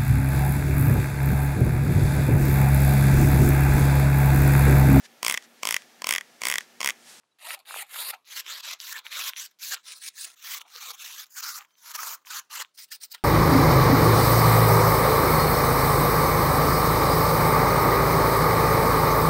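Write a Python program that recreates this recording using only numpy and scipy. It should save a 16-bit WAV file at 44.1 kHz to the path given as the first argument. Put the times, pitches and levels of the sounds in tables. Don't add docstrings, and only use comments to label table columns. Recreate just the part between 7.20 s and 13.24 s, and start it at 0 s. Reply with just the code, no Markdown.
import sys
import numpy as np
from scipy import signal
from scipy.fft import rfft, irfft, next_fast_len
from scipy.io import wavfile
from scipy.ndimage import uniform_filter1d, map_coordinates

SR = 44100
rng = np.random.default_rng(int(sys.argv[2]) if len(sys.argv) > 2 else 0)


def decibels_to_gain(level_db):
    exponent = np.asarray(level_db, float) / 20
    return 10 ** exponent


def store_wav(level_fs):
    pcm = np.round(np.clip(np.atleast_2d(level_fs), -1, 1) * 32767)
    wavfile.write(sys.argv[1], SR, pcm.T.astype(np.int16))


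N = 266319
HOP = 32

SETUP_START_S = [
    1.02,
    2.62,
    3.16,
    4.08,
    5.52,
]


def level(x, db):
    return x * decibels_to_gain(db) / np.sqrt(np.mean(x ** 2))


def shape_db(points, hz):
    f, db = np.transpose(points)
    return np.interp(np.log(hz), np.log(f), db)


def walk(rate, count=1):
    k = int(SR / HOP / rate)
    held = np.arange(N // HOP + 1) // k % 2000
    steps = rng.standard_normal((count, 2000))[:, held]
    return 1.025 * uniform_filter1d(uniform_filter1d(steps, k), k)


def glide(control):
    return np.interp(np.arange(N) / HOP, np.arange(len(control)), control)


def band(spectrum, hz, octaves):
    size = next_fast_len(N)
    bin_hz = np.maximum(np.arange(len(spectrum)) * SR / size, 1)
    away = np.log2(bin_hz / hz) / octaves
    return level(irfft(spectrum * np.cos(np.pi / 2 * np.clip(away, -1, 1)), size)[:N], 0)


def air():
    # pitch_hz, level_db (per Hz)
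    air_colour = [(18, -39), (30, -30.5), (195, -5), (1140, -6.5), (2030, -12), (3230, -11), (10200, -19.5),
                  (15000, -36)]
    size = next_fast_len(N)
    hz = np.maximum(np.arange(size // 2 + 1) * SR / size, 1)
    white = rfft(rng.standard_normal(size))
    tone = level(irfft(white * decibels_to_gain(shape_db(air_colour, hz)), size)[:N], -78.5)
    tone = tone * decibels_to_gain(glide(walk(8.4)[0]))
    hum_db = np.where(np.arange(N) / SR < SETUP_START_S[0], -92, -104)
    return tone + band(white, 98, 0.99) * decibels_to_gain(hum_db)


def snaps():
    # time_s, peak_db, ring_hz, top_db (relative)
    snap_events = [(0.0345, -59, 1900, -21), (0.0408, -60, 1000, -23), (0.1942, -43, 3700, -7),
                   (0.3069, -18, 2300, -8), (0.3915, -34, 3400, 6), (0.4568, -42, 2900, -9),
                   (0.5095, -26, 1300, -17), (0.5429, -23, 1300, -12), (0.5625, -28, 800, -20),
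                   (0.76, -28, 1300, -15), (0.9387, -28, 1600, -28), (1.0465, -51, 3600, -17),
                   (1.265, -26, 2500, -14), (1.6023, -20, 4700, -18), (1.7815, -24, 3900, -13),
                   (1.8667, -21, 2700, -21), (1.927, -21, 3300, -14), (2.135, -24, 2600, -26),
                   (2.1637, -24, 3200, -18), (2.3982, -43, 3900, -11), (2.5502, -21, 3900, -20),
                   (2.5721, -34, 3400, -12),
                   (2.7215, -29, 4000, -8), (2.8842, -26, 5000, -5), (3.1022, -36, 4700, -4),
                   (3.1171, -40, 4100, -7), (3.398, -35, 3200, -9), (3.4162, -30, 2700, -11),
                   (3.4818, -45, 2800, -9), (3.562, -23, 4400, -14), (4.0587, -41, 4400, -5),
                   (4.4092, -33, 2600, -21), (4.4242, -38, 2300, -13), (4.4489, -43, 2200, -23),
                   (4.5075, -54, 3500, -15), (4.5544, -51, 3000, -16), (4.7917, -25, 1700, -8),
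                   (4.832, -23, 1400, -12), (5.0505, -43, 2100, -22), (5.0708, -32, 2800, -13),
                   (5.4246, -24, 4300, 5), (5.4485, -32, 2700, -25), (5.5782, -33, 4700, 1),
                   (5.5875, -36, 3500, -6), (5.981, -46, 2700, -11)]
    events = snap_events
    out, t = np.zeros(N + 1024), np.arange(1024) / SR
    chance = rng.standard_normal((len(events), 1024))
    for (s, db, hz, top_db), noise in zip(events, chance):
        cycles = hz * t - 1
        ring = 1.1 * np.cos(2 * np.pi * cycles) * np.exp(-(cycles / .7) ** 2)
        ring = ring * decibels_to_gain(-max(top_db + 8, 0))
        crack = np.diff(noise, prepend=0) * np.exp(-np.abs(t - 1 / hz) / .0002)
        tail = noise * np.exp(-t / 0.0021)
        i = int((s - 1 / hz) * SR)
        out[i:i + 1024] += decibels_to_gain(db) * (ring + .5 * decibels_to_gain(min(top_db, 0)) * crack + .05 * tail)
    return signal.sosfilt(signal.butter(2, 500, "high", fs=SR, output="sos"), out[:N])


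def squeals():
    # time_s, length_s, start_hz, end_hz, level_db, roughness (0-1)
    songs = [(0.11, 0.027, 3920, 3920, -73.5, 0.3), (1.745, 0.039, 1900, 1500, -39, 0.9),
             (4.46, 0.17, 3130, 3130, -76, 0.5), (4.5, 0.11, 6100, 6150, -72, 1),
             (4.778, 0.036, 1145, 1370, -33, 0), (0.36, .055, 880, 630, -56.5, 0.9),
             (.27, 0.046, 610, 900, -47, 0.7), (5.37, 0.066, 600, 450, -60.5, 0.84),
             (1.76, 0.031, 470, 610, -62, 1), (2.52, 0.035, 760, 720, -51.5, 1),
             (3.546, 0.043, 490, 470, -61.5, .8), (3.665, 0.068, 500, 460, -60, 0.4)]
    out, wobble = np.zeros(N), walk(180, count=2)
    slip = glide(wobble[0]) + 1j * glide(wobble[1])
    for s, length, start_hz, end_hz, db, rough in songs:
        i, n = int(s * SR), int(length * SR)
        phase = 2 * np.pi * np.cumsum(np.linspace(start_hz, end_hz, n)) / SR
        stumble = 1 + rough * slip[i:i + n]
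        out[i:i + n] += decibels_to_gain(db) * np.hanning(n) ** .5 * np.real(stumble * np.exp(1j * phase))
    return out


def effort(t):
    # start_s (blade enters), full_s (full bite), end_s (blade leaves)
    stroke_times = [(.186, .27, .348), (.45, .48, .626), (.665, .756, .91), (1.05, 1.13, 1.208),
                    (1.24, 1.3, 1.406), (1.42, 1.44, 1.538), (1.585, 1.612, 1.73), (1.87, 1.924, 1.97),
                    (1.93, 1.964, 2.096), (2.157, 2.17, 2.262), (2.388, 2.432, 2.515), (2.49, 2.518, 2.547),
                    (2.63, 2.68, 2.736), (2.785, 2.83, 2.888), (2.925, 2.97, 3.052), (3.158, 3.25, 3.35),
                    (3.46, 3.56, 3.715), (3.76, 3.814, 3.88), (3.82, 3.88, 4.042), (4.145, 4.172, 4.206),
                    (4.214, 4.229, 4.388), (4.764, 4.785, 4.953), (5.082, 5.108, 5.198),
                    (5.301, 5.375, 5.424)]
    # full_db, end_db, then relative flex_db (sheet), hiss_db (edge), fizz_db (fibres)
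    stroke_levels = [(-41.5, -39, -7, -7.5, -2.5), (-47, -38, -9, -7, -1.5), (-40.5, -38.5, -9, -5, 2),
                     (-41.5, -37.5, -14.5, -1.5, -4), (-36, -43, -12.5, -4, -10),
                     (-40.5, -39.5, -12, -1.5, -9.5), (-47, -40.5, -14, -0.5, -2),
                     (-37.5, -36.5, -15, -8.5, -10.5), (-37.5, -32.5, -11.5, -3.5, -4.5),
                     (-41.5, -45, -16.5, 4, -2), (-40, -42.5, -21, 3.5, 2), (-33, -36, -15.5, 0.5, -7),
                     (-45, -44.5, -16.5, -0.5, -4), (-46.5, -43, -23, 1, 0.5), (-52, -41, -19, 4, 2.5),
                     (-44.5, -36, -12.5, -1.5, -1.5), (-47, -43, -7, -1, -4), (-42, -43, -15.5, -2, -3.5),
                     (-46.5, -46, -13, -0.5, -2), (-42.5, -43, -8.5, 4.5, 2.5), (-42.5, -47, -2, 5.5, 2.5),
                     (-43, -47, 0.5, 4.5, 5), (-39, -42, -6, 1.5, -2), (-35.5, -41, -7, -1, -7)]
    # start_s, end_s
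    drag_times = [(.372, .403), (.92, .95), (1.7, 1.792), (1.836, 1.886), (2.296, 2.312), (2.548, 2.58),
                  (2.728, 2.79), (3.045, 3.145), (3.33, 3.385), (3.398, 3.419), (3.438, 3.48),
                  (3.72, 3.755), (4.048, 4.066), (4.088, 4.155), (4.385, 4.452), (4.45, 4.56),
                  (4.55, 4.635), (4.625, 4.722), (4.728, 4.762), (5.044, 5.09), (5.296, 5.36),
                  (5.428, 5.452), (5.535, 5.562), (5.568, 5.648), (5.66, 5.69), (5.704, 5.76), (5.8, 5.857),
                  (5.9, 5.927), (5.932, 5.95), (5.96, 6.03)]
    # first_db, last_db, brightness_db
    drag_levels = [(-65, -56, -6.5), (-42.5, -46, -12), (-43, -40.5, -8), (-47.5, -50.5, -8),
                   (-58.5, -68, -2), (-43, -54, -16), (-55, -58.5, 4), (-48.5, -64.5, 0), (-38, -45.5, 0),
                   (-42, -50, -2.5), (-59, -71, -17), (-49.5, -53, 1.5), (-67, -56, 5.5), (-72.5, -63, 13),
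                   (-52, -63, -5), (-76, -80, -2.5), (-76.5, -61, 4), (-56, -45.5, 1.5), (-43.5, -39, 2),
                   (-58.5, -51.5, 2), (-48.5, -39.5, 0), (-62, -66, -10), (-70, -73, 9.5), (-49, -54, 5),
                   (-77, -59, -1), (-43.5, -52, 4.5), (-48.5, -48.5, 6), (-50.5, -49, 7.5),
                   (-36.5, -40, -4.5), (-65, -87, -2)]
    setup_flex = [-7, -15, -8, -4.5, -3, -15]
    # gain_db (along the stroke), drop_db (as the blade leaves), fade_db_per_s (after it)
    zone_shape = [
        (0, -6.5, -330),
        (-1, -13, -300),
        (1.5, -19.5, -280),
        (4.5, -26, -240),
    ]

    rows = [when + row for when, row in zip(stroke_times, stroke_levels)]
    for (start, end), (first_db, last_db, bright) in zip(drag_times, drag_levels):
        flex_db = setup_flex[np.searchsorted(SETUP_START_S, start)] - 0.6 * bright
        fizz_db = 1.04 * bright - 1.5
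        rise_s = 0.017
        rows.append((start, start + rise_s, end, first_db, last_db, flex_db, bright, fizz_db))
    start, full, end, full_db, end_db, flex_db, hiss_db, fizz_db = np.array(rows).T[:, :, None]

    bite_db = -22.5 * np.clip((full - t) / (full - start), 0, 1) ** 1.05
    cut_db = full_db + bite_db + (end_db - full_db) * np.clip((t - full) / (end - full), 0, 1)
    along = np.clip((t - start) / (end - start), 0, 1) - .5
    after = np.maximum(t - end, 0)
    let_go = 1 - np.exp(-after / .0075)
    silent_db = -110
    zones = []
    for tone_db, (gain_db, drop_db, fade_db) in zip((flex_db, 0, hiss_db, fizz_db), zone_shape):
        stroke_db = cut_db + tone_db + gain_db * along + drop_db * let_go + fade_db * after
        zones.append(np.where(t < start, silent_db, stroke_db).max(axis=0).clip(silent_db))
    return np.array(zones)


def fibres(per_s, spread_db, rub_db):
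    when, size, rub = rng.random(N), rng.exponential(size=N), rng.standard_normal((2, N))
    clicks = (when < per_s / SR) * decibels_to_gain(spread_db * np.minimum(size, 3.5)) * np.sign(rub[0])
    return level(clicks, 0) + decibels_to_gain(rub_db) * rub[1]


def cut():
    zone_borders = [1400, 4500, 9000]
    # pitch_hz, level_db (per Hz)
    setup_1 = [(120, -65), (200, -32), (774, 0), (1140, -2), (2730, 8), (3280, 1), (4080, 8), (6110, -7),
               (6690, 3.5), (10000, -9), (13900, -7.5), (15800, -27)]
    setup_2 = [(120, -71), (200, -40), (567, -16), (719, -18.5), (1020, -2), (1790, -6), (2540, -6.5),
               (3460, -2.5), (6810, -2), (9130, -12.5), (11000, 0), (15800, -3)]
    setup_3 = [(120, -72), (200, -45), (929, -28), (1060, -12), (1180, -29), (1610, -6), (2940, -7),
               (5280, 4), (10000, -3.5), (12500, -20), (15800, -4.5)]
    setup_4 = [(120, -72), (200, -38), (472, -23), (527, -22), (760, -12.5), (1240, 0.5), (2150, -7.5),
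               (3590, 0.5), (4810, -4.5), (5890, 2), (9130, -12.5), (15800, -5)]
    setup_5 = [(120, -69), (200, -37.5), (472, -25.5), (706, -21), (774, -12.5), (981, -1.5), (1220, 0.5),
               (2110, -8), (5780, -7), (6940, -5), (8960, -22.5), (15800, -15)]
    setup_6 = [(120, -74), (200, -51), (999, -19.5), (1220, -25), (1310, -11), (1700, -6), (3050, -8),
               (4810, 0), (6450, -8), (9300, -5.5), (11400, -19.5), (15800, -7)]
    setups = (setup_1, setup_2, setup_3, setup_4, setup_5, setup_6)

    t = np.arange(N // HOP + 1) * HOP / SR
    zone_db = effort(t)
    step = np.arange(51)
    centres = 200 * 2 ** (step / 8)
    zone, setup = np.searchsorted(zone_borders, centres), np.searchsorted(SETUP_START_S, t)
    power = np.array([decibels_to_gain(shape_db(h, centres)) ** 2 * centres for h in setups])
    zone_power = np.array([power[:, zone == z].sum(axis=1) for z in zone]).T
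    share = np.sqrt(power / zone_power)

    place = step[:, None] + 2.61 * walk(9)
    where = [place, np.arange(len(t)) + 0 * place]
    comb = map_coordinates(walk(14, count=51), where, order=1, mode="mirror")
    clumps = 3.1 * uniform_filter1d(walk(70, count=51), size=3, axis=0)
    depth_db = np.interp(np.log(centres), np.log([500, 12000]), [5.5, 3.0])[:, None]
    colour = share[setup].T * decibels_to_gain(depth_db * comb + 2.0 * clumps)
    energy = np.array([np.sum(colour[zone == z] ** 2, axis=0) for z in range(4)])
    colour /= np.sqrt(energy)[zone]

    edge_db = uniform_filter1d(zone_db[zone], size=3, axis=0)
    judder_db = 1.35 * walk(45) + 2.1 * walk(170)
    gain = colour * decibels_to_gain(edge_db + judder_db - 2.5)
    source = rfft(fibres(per_s=4000, spread_db=2.5, rub_db=-3.0), next_fast_len(N))
    return sum(glide(g) * band(source, hz, 1 / 8) for g, hz in zip(gain, centres))


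def room(x):
    t60_s, tail_db = 0.07, -25.5
    t = np.arange(SR // 3) / SR
    tail = rng.standard_normal(len(t)) * np.exp(-np.log(1000) * t / t60_s) * (t > .003)
    tail = signal.lfilter([1], [1, -.4], tail)
    return signal.fftconvolve(x, tail * decibels_to_gain(tail_db) / np.sqrt(np.sum(tail ** 2)))[:N]


def scene():
    paper = cut() + snaps() + squeals()
    return (paper + room(paper) + air())[None]


def low_pass(x):
    return signal.sosfilt(signal.butter(12, 16450, fs=SR, output="sos"), x)


def record(dry):
    x = signal.sosfilt(signal.butter(2, 150, "high", fs=SR, output="sos"), dry)
    x = signal.sosfilt(signal.ellip(10, .2, 70, 15900, fs=SR, output="sos"), x)
    return low_pass(x)


dry = scene()
out = record(dry)
store_wav(out)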